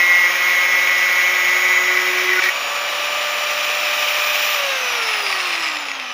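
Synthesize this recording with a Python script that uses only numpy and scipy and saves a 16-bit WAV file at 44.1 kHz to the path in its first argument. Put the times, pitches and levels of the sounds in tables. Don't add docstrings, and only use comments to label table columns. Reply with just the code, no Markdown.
import sys
import numpy as np
from scipy import signal
from scipy.fft import rfft, irfft, next_fast_len
from scipy.io import wavfile

SR = 44100
rng = np.random.default_rng(int(sys.argv[2]) if len(sys.argv) > 2 else 0)


def unload_wav(signal):
    wavfile.write(
        sys.argv[1],
        SR,
        np.round(np.clip(np.atleast_2d(signal).T, -1, 1) * 32767).astype(np.int16),
    )


N = 270333

PINION_TEETH, CROWN_TEETH = 12, 37
PARTED_S, SWITCH_OFF_S = 2.51, 4.532
FREE_SPEED = 596.7
# start_s, end_s, grit_db, tones_db
CONTACTS = [(-.05, 2.397, -1, 2), (2.424, 2.49, 2, -5), (2.483, 2.499, 2.5, -15)]
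# frequency_hz, relative_level_db, t60_s
DISC_MODES = [(1487, -8.5, 0.031), (1913, 1.5, 0.047), (2040, -2.5, 0.016), (2262, 3.5, 0.029),
              (2410, -4, 0.015), (3570, -4, 0.0022), (5880, -5.5, 0.0051)]


def from_db(db):
    return 10 ** (np.asarray(db) / 20)


def rms_one(x):
    return x / np.sqrt(np.mean(x ** 2) + 1e-20)


def in_time(rows):
    s, values = np.transpose(rows)
    return np.interp(np.arange(N) / SR, s, values)


def ramp(start_s, length_s):
    return np.clip((np.arange(N) / SR - start_s) / length_s, 0, 1)


def swells(events, rise_s, fall_s):
    t = np.arange(N) / SR
    gain = 0
    for s, db in events:
        distance = np.maximum((s - t) / rise_s, (t - s) / fall_s)
        gain = gain + from_db(db) * np.exp(-distance.clip(0, 20))
    return gain


def drift(rate_hz):
    step = 40
    r = np.exp(-2 * np.pi * rate_hz * step / SR)
    white = rng.standard_normal(N // step + 2002)
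    slow = signal.lfilter([1], [1, -2 * r, r * r], white)[2000:]
    return np.interp(np.arange(N) / step, np.arange(len(slow)), rms_one(slow))


def housing_db(hz):
    # centre_hz, width_hz (between the points at half the dB), gain_db
    housing = [(740, 68, 2), (1223, 186, 5), (1933, 106, 4.5), (2455, 510, 6.5), (3830, 320, 3),
               (5530, 990, 4), (6360, 290, -10.5), (6510, 370, 6), (8170, 900, -6), (9730, 4100, 1),
               (14900, 1300, 10)]
    grid = np.linspace(0, SR / 2, num=2048)
    response_db = 0
    for centre, width, db in housing:
        response_db = response_db + db * 2 ** -((2 * (grid - centre) / width) ** 2)
    return np.interp(hz, grid, response_db)


def colour(source, spectrum, housed):
    size = next_fast_len(N)
    hz = np.arange(size // 2 + 1) * SR / size
    points = np.array(spectrum)
    db = np.interp(np.log(hz + 1), np.log(points[:, 0]), points[:, 1])
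    db = db + housed * housing_db(hz)
    return rms_one(irfft(rfft(source, size) * from_db(db), size)[:N])


def noise(spectrum, housed):
    return colour(rng.standard_normal(N), spectrum, housed)


def tone(turns, multiple, rough, flutter_hz):
    angle = 2 * np.pi * (multiple * turns + rng.random())
    wander = rough * (drift(flutter_hz) * np.sin(angle) + drift(flutter_hz) * np.cos(angle))
    return (np.sqrt(2) * np.sin(angle) + wander) / np.sqrt(1 + rough ** 2)


def ring(force, modes):
    out = np.zeros(N)
    for k, (hz, db, t60) in enumerate(modes):
        r = from_db(-60 / (t60 * SR))
        w = 2 * np.pi * hz / SR
        response = signal.lfilter([.5, 0, -.5], [1, -2 * r * np.cos(w), r * r], force + 1e-18)
        out += (-1) ** k * from_db(db) * response
    return out


def blows(events, scrape_share, scrape_s):
    force = np.zeros(N + SR)
    age = np.arange(SR // 20) / SR
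    for s, db in events:
        scrape = rng.standard_normal(len(age)) * np.exp(-age / scrape_s)
        scrape = scrape / np.linalg.norm(scrape)
        at = int(s * SR)
        force[at:at + len(age)] += from_db(db) * ((age == 0) + scrape_share * scrape)
    return force[:N]


def motor_speed():
    # time_s, turns_per_s
    loaded_speed = [(0, 549), (.23, 548.9), (.5, 553.8), (.8, 555.6), (1.1, 556), (2, 561.4), (2.464, 565)]
    run_up_s, coast_s = .43, 2.0
    brush_drag = 21.8
    t = np.arange(N) / SR
    held = in_time(loaded_speed)
    free_s = np.maximum(t - loaded_speed[-1][0], 0)
    off_s = np.maximum(t - SWITCH_OFF_S, 0)
    driven = FREE_SPEED + (held - FREE_SPEED) * np.exp(-free_s / run_up_s)
    friction = brush_drag * coast_s
    return (driven + friction) * np.exp(-off_s / coast_s) - friction


def contact():
    attack_s, release_s = 0.017, 0.0042
    t = np.arange(N) / SR
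    grit = tones = 0
    for start, end, grit_db, tones_db in CONTACTS:
        touch = ramp(start, attack_s) * np.exp(-np.clip((t - end) / release_s, 0, 20))
        grit = grit + from_db(grit_db) * touch
        tones = tones + from_db(tones_db) * touch
    return grit, tones


def squeal(disc_turns, loaded, touch, loose):
    # time_s, level_db
    squeal_level = [(0, -16), (.13, -14.5), (.27, -16.5), (.33, -32), (.43, -19), (1.05, -18), (1.35, -19),
                    (1.85, -16), (2.05, -21)]
    # level_db at first, change_db as the rod comes loose
    lower_squeal = (-4, -1.9)
    upper_squeal = (-4, -12.5)
    # multiple of the disc's turn rate, level_db before loosening
    disc_orders = [(1, -57.5), (3, -43), (4, -80), (5, -42.5), (6, -36.5), (7, -35), (8, -36.5), (9, -36),
                   (10, -41), (13, -29.5), (14, -36), (15, -60.5), (16, -46), (17, -37.5), (18, -39.5),
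                   (19, -46), (20, -44), (21, -44.5), (22, -55), (23, -49), (27, -61), (28, -44.5),
                   (29, -46), (30, -41), (31, -55), (32, -52), (33, -44.5), (34, -45.5), (36, -47.5)]
    # time_s, peak_db
    chirps = [(2.391, -19.5)]
    level_db = in_time(squeal_level)
    rough = 0.21 + 0.62 * loose

    drone_db = -45.5 + 14 * ramp(1.19, 1.12)
    drone = from_db(drone_db) * tone(disc_turns, 2, rough=.12, flutter_hz=15)
    song_gain = from_db(-34.5) * touch + swells(chirps, rise_s=0.015, fall_s=0.0072)
    song = song_gain * tone(disc_turns, 8, rough=.35, flutter_hz=15)

    pair = 0
    for order, (db, loose_db) in [(11, lower_squeal), (12, upper_squeal)]:
        gain = from_db(level_db + db + loose_db * loose)
        pair = pair + gain * tone(disc_turns, order, rough, flutter_hz=28)
    weaker = 0
    for order, db in disc_orders:
        weaker = weaker + from_db(db) * tone(disc_turns, order, rough + .15, flutter_hz=14)
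    return touch * (drone + pair) + song + loaded * from_db(-2 * loose) * weaker


def grinding(disc_turns, grit, loose):
    # frequency_hz, relative_level_db
    spark_spectrum = [(3000, -16.5), (7000, -11), (8200, -24), (10500, -12.5), (11500, -3), (12500, -11),
                      (13500, -12), (14100, -12), (14900, 4.5), (15600, -7.5)]
    rasp_db = -22 - 6 * (1 - ramp(0, .22))
    bite = rms_one(from_db(4.3 * np.sin(2 * np.pi * disc_turns) + 2.3 * drift(40)))
    rasp = from_db(rasp_db) * rms_one(ring(bite * rng.standard_normal(N), DISC_MODES))
    rim = signal.resample(rng.standard_normal(size=200), num=4096)
    place = (disc_turns % 1 * len(rim)).astype(int)
    grains = rim[place] * 0.35 + rng.standard_normal(N)
    sparks_db = -32.5 - 4 * loose
    sparks = from_db(sparks_db) * colour(grains * bite ** 0.36, spark_spectrum, housed=False)
    return grit * (rasp + sparks)


def motor(turns, speed, loaded, coasting, lifted):
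    # time_s, level_db
    mesh_level = [(0, -38.5), (1.1, -37.5), (1.8, -33.5), (2.3, -44), (2.68, -38.5), (2.9, -44.5),
                  (4.7, -43.5), (4.93, -32.5), (5.35, -36), (5.8, -47), (6.13, -38)]
    # centre_hz, width_hz, gain_db
    hum_peak = (561, 70, 6.8)
    # multiple of the turn rate, driven_db, coasting_db
    rotor_orders = [(2, -36.5, -37), (3, -39, -31.5), (4, -39.5, -34), (5, -38, -34.5), (7, -50, -37),
                    (8, -45, -43), (9, -56, -45), (10, -58, -48), (11, -54, -47), (15, -57, -48),
                    (21, -66, -53), (23, -57, -60), (36, -75, -51)]
    commutator_bars = 24
    hum_power, overtone_power = 2.44, 1.73
    relative_speed = speed / FREE_SPEED

    peak_hz, width_hz, peak_db = hum_peak
    resonance_db = coasting * peak_db * 2 ** -((2 * (speed - peak_hz) / width_hz) ** 2)
    recovery_s = 0.31
    strain = np.exp(-np.maximum(np.arange(N) / SR - CONTACTS[0][1], 0) / recovery_s)
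    hum_gain = from_db(-32.5 - 8.5 * strain + resonance_db) * relative_speed ** hum_power
    hum = hum_gain * tone(turns, 1, rough=.1 + .1 * coasting, flutter_hz=20)

    mesh_rough = .25 + .35 * coasting
    mesh = from_db(in_time(mesh_level)) * tone(turns, PINION_TEETH, mesh_rough, flutter_hz=25)

    whistle_db = -53 + 15 * lifted ** 2 - 8 * coasting + housing_db(commutator_bars * speed)
    whistle = from_db(whistle_db) * tone(turns, commutator_bars, rough=.25, flutter_hz=20)

    overtones = 0
    for order, driven_db, coasting_db in rotor_orders:
        hz = order * speed
        db = driven_db + coasting * (coasting_db - driven_db)
        radiated = from_db(db + housing_db(hz)) / (1 + (620 / hz) ** 6)
        overtones = overtones + radiated * tone(turns, order, rough=.3, flutter_hz=12)
    overtones = overtones * from_db(-4 * loaded) * relative_speed ** overtone_power
    return hum + mesh + whistle + overtones


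def air(turns, speed, loaded, coasting, lifted):
    # frequency_hz, relative_level_db
    rush_spectrum = [(30, -53), (100, -30), (200, -21.5), (300, -10.5), (400, -10), (540, 0.5), (1000, 3),
                     (1600, 2.5), (2600, -8), (4500, -15.5), (8000, -36), (15500, -36)]
    hiss_spectrum = [(300, -43.5), (1000, -12.5), (2000, -1.5), (3000, 3), (4400, -8.5), (6000, -8),
                     (8000, -22), (10000, -19.5), (12500, -24), (15500, -21.5)]
    rush_knee = 328
    rush_gain = from_db(-26.5 - 2 * loaded) / np.sqrt(1 + (rush_knee / speed) ** 6)
    rush = rush_gain * noise(rush_spectrum, housed=True)

    hiss_db = -25 + 5.5 * lifted - 3.5 * coasting
    hiss = noise(hiss_spectrum, housed=True) * (speed / FREE_SPEED) ** 1.15
    dull = signal.sosfiltfilt(signal.butter(2, 5500, fs=SR, output="sos"), hiss)
    bright = np.clip(speed / 350, 0, 1) ** 3
    uneven_db = 0.86 * drift(60) + 3 * coasting * np.sin(2 * np.pi * turns)
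    return rush + from_db(hiss_db + uneven_db) * (dull + bright * (hiss - dull))


def parting():
    # time_s, relative_level_db
    snag_events = [(1.9726, -3), (2.0175, -8), (2.1724, -7), (2.1844, -3), (2.2905, -6), (2.3024, -13),
                   (2.3335, -5), (2.3914, -5), (2.3984, -9), (2.4225, -2.5), (2.4374, -8), (2.4382, 0.5),
                   (2.4452, -16), (2.4564, -9), (2.4872, -5.5), (2.4988, -16)]
    # time_s, peak_db
    scrape_events = [(2.44, -21), (2.49, -40)]
    # frequency_hz, relative_level_db
    scrape_spectrum = [(60, -22), (200, -18), (600, -6), (2300, 4.5), (4500, 2.5), (7000, -14),
                       (10000, -14), (15000, -16)]
    snags = ring(blows(snag_events, scrape_share=0.59, scrape_s=0.0077), DISC_MODES)
    scrape_gain = swells(scrape_events, rise_s=.012, fall_s=0.018)
    return from_db(-11.5) * snags + scrape_gain * noise(scrape_spectrum, housed=False)


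def backlash(speed):
    # frequency_hz, relative_level_db, t60_s
    case_modes = [(790, -26, 0.048), (1165, -12, 0.02), (1900, -7, 0.019), (2360, 4, 0.0057),
                  (2710, -3.5, 0.015), (3710, 1.5, 0.0024), (5110, -3.5, 0.013), (5600, -6, 0.0046),
                  (7000, -11, 0.008), (10740, 0, 0.0054)]
    # time_s, blow_db
    knock_events = [(5.2916, -23), (5.3265, -10), (5.6295, -19), (5.687, -13), (5.769, -13.5), (5.885, -15),
                    (5.9157, -13.5), (5.9526, -18), (5.9982, -16.5), (6.028, -21), (6.1038, -20)]
    settled = np.clip((316 - speed) / 44, 0, 1)
    rattle_gain = from_db(-23.5 - 11.5 * settled) * ramp(SWITCH_OFF_S, 0.63)

    mean_taps_per_s = 3500 * (speed / FREE_SPEED) ** 2
    clumping = from_db(3 * drift(60))
    tapping = rng.random(N) < mean_taps_per_s * clumping / SR
    force = tapping / np.sqrt(mean_taps_per_s)
    taps = 0
    for mode in case_modes:
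        strength = np.clip(rng.standard_normal(N), -2, 2)
        taps = taps + ring(force * strength, [mode])
    grease = signal.butter(2, 5000, fs=SR, output="sos")
    rattle = rattle_gain * rms_one(signal.sosfilt(grease, taps))

    knocks = ring(blows(knock_events, scrape_share=.25, scrape_s=.0012), case_modes)
    hard_knocks = signal.sosfilt(signal.butter(2, 3800, fs=SR, output="sos"), knocks)
    return rattle + hard_knocks


def scene():
    # frequency_hz, relative_level_db
    outdoor_spectrum = [(20, -10), (45, -10), (100, -2), (250, 9), (1000, -4), (4000, -31), (15000, -42)]
    speed = motor_speed()
    loaded = 1 - ramp(PARTED_S - 0.065, 0.11)
    lifted = ramp(PARTED_S, 1.96)
    coasting = ramp(SWITCH_OFF_S, 0.17)
    loose = ramp(0, PARTED_S) ** 3
    grit, touch = contact()
    waver = (0.00021 + 0.0003 * loaded) * drift(5.9)
    turns = np.cumsum(speed * (1 + waver)) / SR
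    disc_turns = turns * PINION_TEETH / CROWN_TEETH

    cut = squeal(disc_turns, loaded, touch, loose) + grinding(disc_turns, grit, loose) + parting()
    machine = motor(turns, speed, loaded, coasting, lifted)
    machine = machine + air(turns, speed, loaded, coasting, lifted) + backlash(speed)
    outdoors = from_db(-56.5) * noise(outdoor_spectrum, housed=False)
    sound = machine + cut + outdoors
    return np.array([sound, sound])


def record(dry):
    high_pass = signal.butter(2, 65, "high", fs=SR, output="sos")
    low_pass = signal.ellip(16, .1, 80, 15480, fs=SR, output="sos")
    return signal.sosfilt(low_pass, signal.sosfilt(high_pass, dry))


dry = scene()
out = record(dry)
unload_wav(out)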